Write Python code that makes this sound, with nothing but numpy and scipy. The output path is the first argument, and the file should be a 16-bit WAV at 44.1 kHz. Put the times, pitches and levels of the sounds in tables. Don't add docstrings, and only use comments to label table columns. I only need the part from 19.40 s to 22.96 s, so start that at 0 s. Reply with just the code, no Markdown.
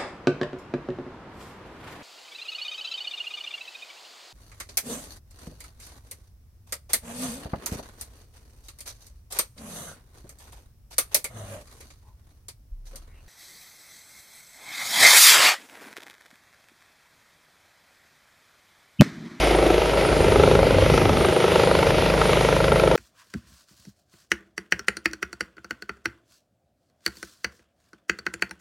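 import sys
import numpy as np
from scipy import signal
from scipy.fft import rfft, irfft, next_fast_len
from scipy.io import wavfile
from scipy.ndimage import uniform_filter1d, map_coordinates

SR = 44100
rng = np.random.default_rng(int(sys.argv[2]) if len(sys.argv) > 2 else 0)


def unload_wav(signal):
    wavfile.write(
        sys.argv[1],
        SR,
        np.round(np.clip(np.atleast_2d(signal).T, -1, 1) * 32767).astype(np.int16),
    )


N = 156996


def undb(db):
    return 10 ** (np.asarray(db) / 20)


def unit(x):
    return x / np.sqrt(np.mean(x ** 2))


def curve(rows, at):
    return np.interp(at, *np.array(rows, float).T)


def noise():
    return rng.standard_normal(N)


def walk(rate):
    hold = max(int(SR / rate), 2)
    steps = np.repeat(rng.standard_normal(N // hold + 1), hold)
    return 1.3 * uniform_filter1d(uniform_filter1d(steps, hold), hold)[:N]


def colour(x, rows):
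    size = next_fast_len(2 * N)
    size += size % 2
    hz, db = np.array(rows, float).T
    f = np.arange(size // 2 + 1) * SR / size
    response_db = np.interp(np.log(f + 1), np.log(hz), db)
    cepstrum = irfft(np.log(undb(response_db)))
    cepstrum[1:size // 2] *= 2
    cepstrum[size // 2 + 1:] = 0
    return unit(irfft(rfft(x, size) * np.exp(rfft(cepstrum)))[:N])


def narrow(hz, width_hz):
    f = np.arange(N // 2 + 1) * SR / N
    resonance = 1 / (1 + (2 * (f - hz) / width_hz) ** 2)
    return unit(irfft(rfft(noise()) * resonance, N))


def clicks(times, sizes):
    out = np.zeros(N)
    at = np.floor(times * SR).astype(int)[:, None] + np.arange(-7, 9)
    off = at - times[:, None] * SR
    inside = (at >= 0) * (at < N)
    pulses = sizes[:, None] * np.sinc(off) * np.sinc(off / 8) * inside
    np.add.at(out, np.clip(at, 0, N - 1), pulses)
    return out


def puffs(times, sizes, rise_ms, fall_ms):
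    ms = np.arange(-SR // 20, SR // 20 + 1) * 1000 / SR
    shape = np.exp(np.where(ms < 0, ms / rise_ms, -ms / fall_ms))
    return signal.fftconvolve(clicks(times, sizes), shape, "same")


def wide_noise(rows, side_db):
    mid, side = colour(noise(), rows), colour(noise(), rows)
    return mid + undb(side_db) * np.array([side, -side])


# (time [s], rate [Hz])
BLADE_RATE = [(0, 25.943), (1.3, 25.88), (2.0, 25.85), (2.6, 25.79), (3.56, 25.806)]
FIRST_SLAP_S = .0321


def blade_turns(t):
    turns = np.cumsum(curve(BLADE_RATE, t)) / SR
    return turns - np.interp(FIRST_SLAP_S, t, turns)


# (time [s], level [dB])
KNOCK_LEVEL = [(0, -25.5), (.3, -18), (.42, -22), (.5, -29.5), (.75, -22.5), (.92, -19.5), (1.08, -16.5),
               (1.3, -21), (1.57, -20.5), (1.72, -27), (1.9, -22), (2.17, -20), (2.55, -25), (3.2, -23.5),
               (3.56, -20)]
EDGE_LEVEL = [(0, -36.5), (.8, -32.5), (1.04, -29.5), (1.35, -29.5), (1.56, -30), (1.95, -34.5),
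              (2.15, -27.5), (2.38, -26.5), (2.6, -31.5), (2.8, -28.5), (3.05, -31), (3.3, -26),
              (3.56, -31)]
# (frequency [Hz], relative level [dB])
KNOCK_COLOUR = [(20, -40), (100, -40), (220, -11), (320, 0), (420, -3), (560, 0), (720, -8), (1000, -32.5),
                (2000, -42.5), (9000, -83)]
EDGE_COLOUR = [(30, -60), (350, -25), (650, -5), (820, 0), (1050, -4), (1320, 2), (1750, -15), (2300, -14),
               (3600, -19), (14000, -60)]
HARD_BLADES = [1.038, 1.578, 1.812, 1.850, 2.818, 2.935]
HARD_DB = 4
STRIKES = [-2.5, 0, -3.5, -10]
# (time [s], gap [ms])
VORTEX_GAP = [(0, 2.67), (.33, 2.53), (.6, 2.12), (1.0, 2.32), (1.4, 1.91), (1.6, 2.39), (1.9, 2.35),
              (2.15, 2.155), (2.85, 2.1), (3.56, 2.11)]
# (time [s], scatter [ms])
STRIKE_JITTER = [(2.3, .045), (2.7, .17), (3.2, .05)]
GAP_SCATTER = .03
BLADE_SCATTER_DB, STRIKE_SCATTER_DB = .8, 1.6
VORTEX_WANDER_MS = .03


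def blade_slap(t, passes):
    knock, edge = 0, 0
    gap_ms = curve(VORTEX_GAP, passes) * (1 + GAP_SCATTER * rng.standard_normal(len(passes)))
    hard_blades = [np.argmin(abs(passes - s)) for s in HARD_BLADES]
    hard = np.isin(np.arange(len(passes)), hard_blades)
    blade_db = BLADE_SCATTER_DB * rng.standard_normal(len(passes))
    for k, strike_db in enumerate(STRIKES):
        time_chance, size_chance = rng.standard_normal((2, len(passes)))
        wander_ms = VORTEX_WANDER_MS * np.interp(passes, t, walk(3.72))
        late_ms = k * gap_ms + curve(STRIKE_JITTER, passes) * time_chance + wander_ms
        times = passes + late_ms / 1000
        sizes = undb(strike_db + blade_db + STRIKE_SCATTER_DB * size_chance)
        knock = knock + clicks(times, sizes)
        edge = edge + clicks(times, sizes * undb(HARD_DB * hard))
    knock = colour(knock, KNOCK_COLOUR) * undb(curve(KNOCK_LEVEL, t))
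    return knock + colour(edge, EDGE_COLOUR) * undb(curve(EDGE_LEVEL, t))


# (delay at the start [ms], drift [ms per s], level [dB])
ECHOES = [(5.985, 0.817, -8.5), (46.74, -1.434, -13.5)]
ECHO_TOP_HZ = 650
SCATTER_T60_S, SCATTER_DB = .4, -16


def surroundings(t, x):
    x = signal.sosfilt(signal.butter(3, ECHO_TOP_HZ, fs=SR, output="sos"), x)
    echoes = 0
    for delay_ms, drift, db in ECHOES:
        heard_from = t - (delay_ms + drift * t) / 1000
        echoes = echoes + undb(db) * map_coordinates(x, [heard_from * SR], order=1)
    tail = noise() * undb(-60 * t / SCATTER_T60_S)
    tail = tail / np.linalg.norm(tail)
    return echoes + undb(SCATTER_DB) * signal.fftconvolve(x, tail)[:N]


def partial(k, turns):
    phase = 2 * np.pi * (round(k) * turns + rng.random()) + .3 * walk(5)
    return np.sqrt(2) * undb(1.3 * walk(3)) * np.sin(phase)


# (time [s], level [dB])
THROB_LEVEL = [(0, -24), (.25, -27), (1.0, -31), (1.7, -30.5), (2.0, -56), (2.35, -49), (2.65, -32),
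               (3.56, -30)]
# (multiple of the blade rate [1], relative level [dB])
THUD_PARTIALS = [(3, -8), (4, -7.5), (5, -3.5), (6, -1.5), (7, -3.5), (8, -11)]
# (time [s], level [dB])
THUD_LEVEL = [(0, -40), (.6, -38), (1.95, -34), (2.3, -30), (3.56, -29.5)]


def throb(t, turns):
    thud = sum(undb(db) * partial(k, turns) for k, db in THUD_PARTIALS)
    return partial(2, turns) * undb(curve(THROB_LEVEL, t)) + thud * undb(curve(THUD_LEVEL, t))


# (frequency [Hz], relative level [dB])
SWISH_COLOUR = [(150, -31.5), (420, -4), (800, 5.5), (1500, -3), (2400, -1.5), (6000, -18.5), (12000, -28)]
SWISH_DB, SWISH_AT_MS, SWISH_RISE_MS, SWISH_FALL_MS = -32, 1, .8, 4.5


def blade_swish(passes):
    sizes = undb(2 * rng.standard_normal(len(passes)))
    gate = puffs(passes + SWISH_AT_MS / 1000, sizes, SWISH_RISE_MS, SWISH_FALL_MS)
    return undb(SWISH_DB) * colour(gate * noise(), SWISH_COLOUR)


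WHISTLE_HZ, WHISTLE_WIDTH_HZ, WHISTLE_DB = 8930, 650, -42.5
WHISTLE_AT_MS, WHISTLE_MS = 14, 10
WHISTLE_SCATTER_DB = 3


def blade_whistle(passes):
    sizes = undb(WHISTLE_SCATTER_DB * rng.standard_normal(len(passes)))
    gate = puffs(passes + WHISTLE_AT_MS / 1000, sizes, WHISTLE_MS, WHISTLE_MS)
    whistle = gate * undb(3.7 * walk(6.83)) * narrow(WHISTLE_HZ, WHISTLE_WIDTH_HZ)
    return undb(WHISTLE_DB) * unit(whistle)


# (frequency [Hz], relative level [dB])
ROAR_COLOUR = [(20, -45), (100, -14), (170, -10), (240, -10.5), (340, -2), (560, 0), (700, -7), (900, -8),
               (1100, -16), (1350, -15), (1800, -24), (14000, -70)]
ROAR_DB, ROAR_SIDE_DB = -23.5, -17


def exhaust_roar():
    return wide_noise(ROAR_COLOUR, ROAR_SIDE_DB) * undb(ROAR_DB + .85 * walk(5.96))


def shimmer(x, depth_db, rate, count=14):
    f = np.arange(N // 2 + 1) * SR / N
    place = np.interp(np.log(f + 1), np.log([1500, 14000]), [0, count - 1])
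    spectrum = rfft(x)
    out = 0
    for k in range(count):
        band = irfft(spectrum * np.maximum(1 - abs(place - k), 0), N)
        out = out + band * undb(depth_db * walk(rate))
    return out


# (frequency [Hz], relative level [dB])
HISS_COLOUR = [(60, -29), (600, -20.5), (1100, -6), (1550, -4), (1760, -5.5), (1950, 0.5), (2900, -2.5),
               (4000, -7), (5000, -10.5), (7400, -17.5), (9600, -13), (10400, -17.5), (12800, -27),
               (15500, -22)]
# (time [s], level [dB])
HISS_LEVEL = [(0, -27), (.25, -30.5), (.55, -31), (.8, -29), (1.3, -30.8), (1.55, -29), (1.97, -31),
              (2.11, -27), (2.3, -29.8), (2.95, -28.4), (3.35, -31.3)]
# (frequency [Hz], relative level [dB])
AROUND_COLOUR = [(900, -22), (1400, -10), (1720, 0), (2150, -15), (4500, -42), (7000, -29), (14000, -37)]
AROUND_DB = -43


def turbine_hiss(t):
    hiss = shimmer(colour(noise(), HISS_COLOUR), depth_db=1.4, rate=12)
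    hiss = hiss * undb(curve(HISS_LEVEL, t) + walk(27.99))
    around = undb(AROUND_DB) * colour(noise(), AROUND_COLOUR)
    return hiss + np.array([around, -around])


FAN_HZ, FAN_DB = 631.6, -34.3


def tail_fan(t):
    whine = np.sin(2 * np.pi * FAN_HZ * t + walk(2))
    return np.sqrt(2) * undb(FAN_DB + 2 * walk(3)) * whine


# (frequency [Hz], width [Hz], level [dB])
TONES = [(1331, 1.7, -44.5), (10460, 350, -50)]


def gear_tones():
    return sum(undb(db) * narrow(hz, width_hz) for hz, width_hz, db in TONES)


# (frequency [Hz], relative level [dB])
WASH_COLOUR = [(18, -39), (35, -4.5), (55, -1.5), (72, 3), (110, 0), (170, -4), (260, -6), (600, -16.5),
               (4000, -101)]
# (time [s], level [dB])
WASH_LEVEL = [(0, -34.5), (.55, -31.5), (.8, -22.5), (1.15, -22.5), (1.62, -20.5), (1.85, -24.5),
              (2.0, -40.5), (2.25, -25), (3.56, -33)]
WASH_SIDE_DB = -16
# (time [s], frequency [Hz], peak level [dB])
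THUMPS = [(.901, 98, -17), (1.006, 82, -16), (1.523, 165, -10), (1.665, 105, -16)]
THUMP_CYCLES = 1.3


def downwash(t):
    thumps = 0
    for at, hz, db in THUMPS:
        cycles = (t - at) * hz
        envelope = undb(db) * np.exp(-(cycles / THUMP_CYCLES) ** 2)
        thumps = thumps + envelope * np.sin(2 * np.pi * (cycles + rng.random()))
    rumble = wide_noise(WASH_COLOUR, WASH_SIDE_DB)
    return thumps + rumble * undb(curve(WASH_LEVEL, t) + 1.25 * walk(29))


def scene():
    t = np.arange(N) / SR
    turns = blade_turns(t)
    passes = np.interp(np.arange(int(turns[-1]) + 1), turns, t)
    slap = blade_slap(t, passes)
    rotor = slap + surroundings(t, slap) + throb(t, turns) + blade_swish(passes) + blade_whistle(passes)
    engines = exhaust_roar() + turbine_hiss(t) + tail_fan(t) + gear_tones()
    return rotor + engines + downwash(t)


# (frequency [Hz], left leads by [rad])
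PORT_PHASE = [(20, 0), (700, .2), (1200, 0), (1500, -.6), (1780, 1.1), (2000, 0), (6100, 0), (6800, -.7),
              (7500, -1.9), (7900, -2.95), (8700, -3.85), (9600, -4.45), (11000, -6.2), (12400, -6.3),
              (13300, -7.9), (13950, -9.42)]
# (frequency [Hz], left minus right [dB])
PORT_BALANCE = [(150, 0), (700, 1.5), (1200, .3), (1420, 1.8), (1680, -5), (1930, 1), (2400, 0)]
LOW_CUT_HZ, TOP_HZ, CEILING = 20, 14300, 1.1


def record(dry):
    f = np.arange(N // 2 + 1) * SR / N
    half = np.exp(.5j * curve(PORT_PHASE, f)) * undb(curve(PORT_BALANCE, f) / 2)
    pair = irfft(rfft(dry) * np.array([half, 1 / half]), N)
    pair = signal.sosfilt(signal.butter(2, LOW_CUT_HZ, "high", fs=SR, output="sos"), pair)
    pair = pair / (1 + (pair / CEILING) ** 6) ** (1 / 6)
    return signal.sosfilt(signal.ellip(10, .2, 80, TOP_HZ, fs=SR, output="sos"), pair)


dry = scene()
out = record(dry)
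unload_wav(out)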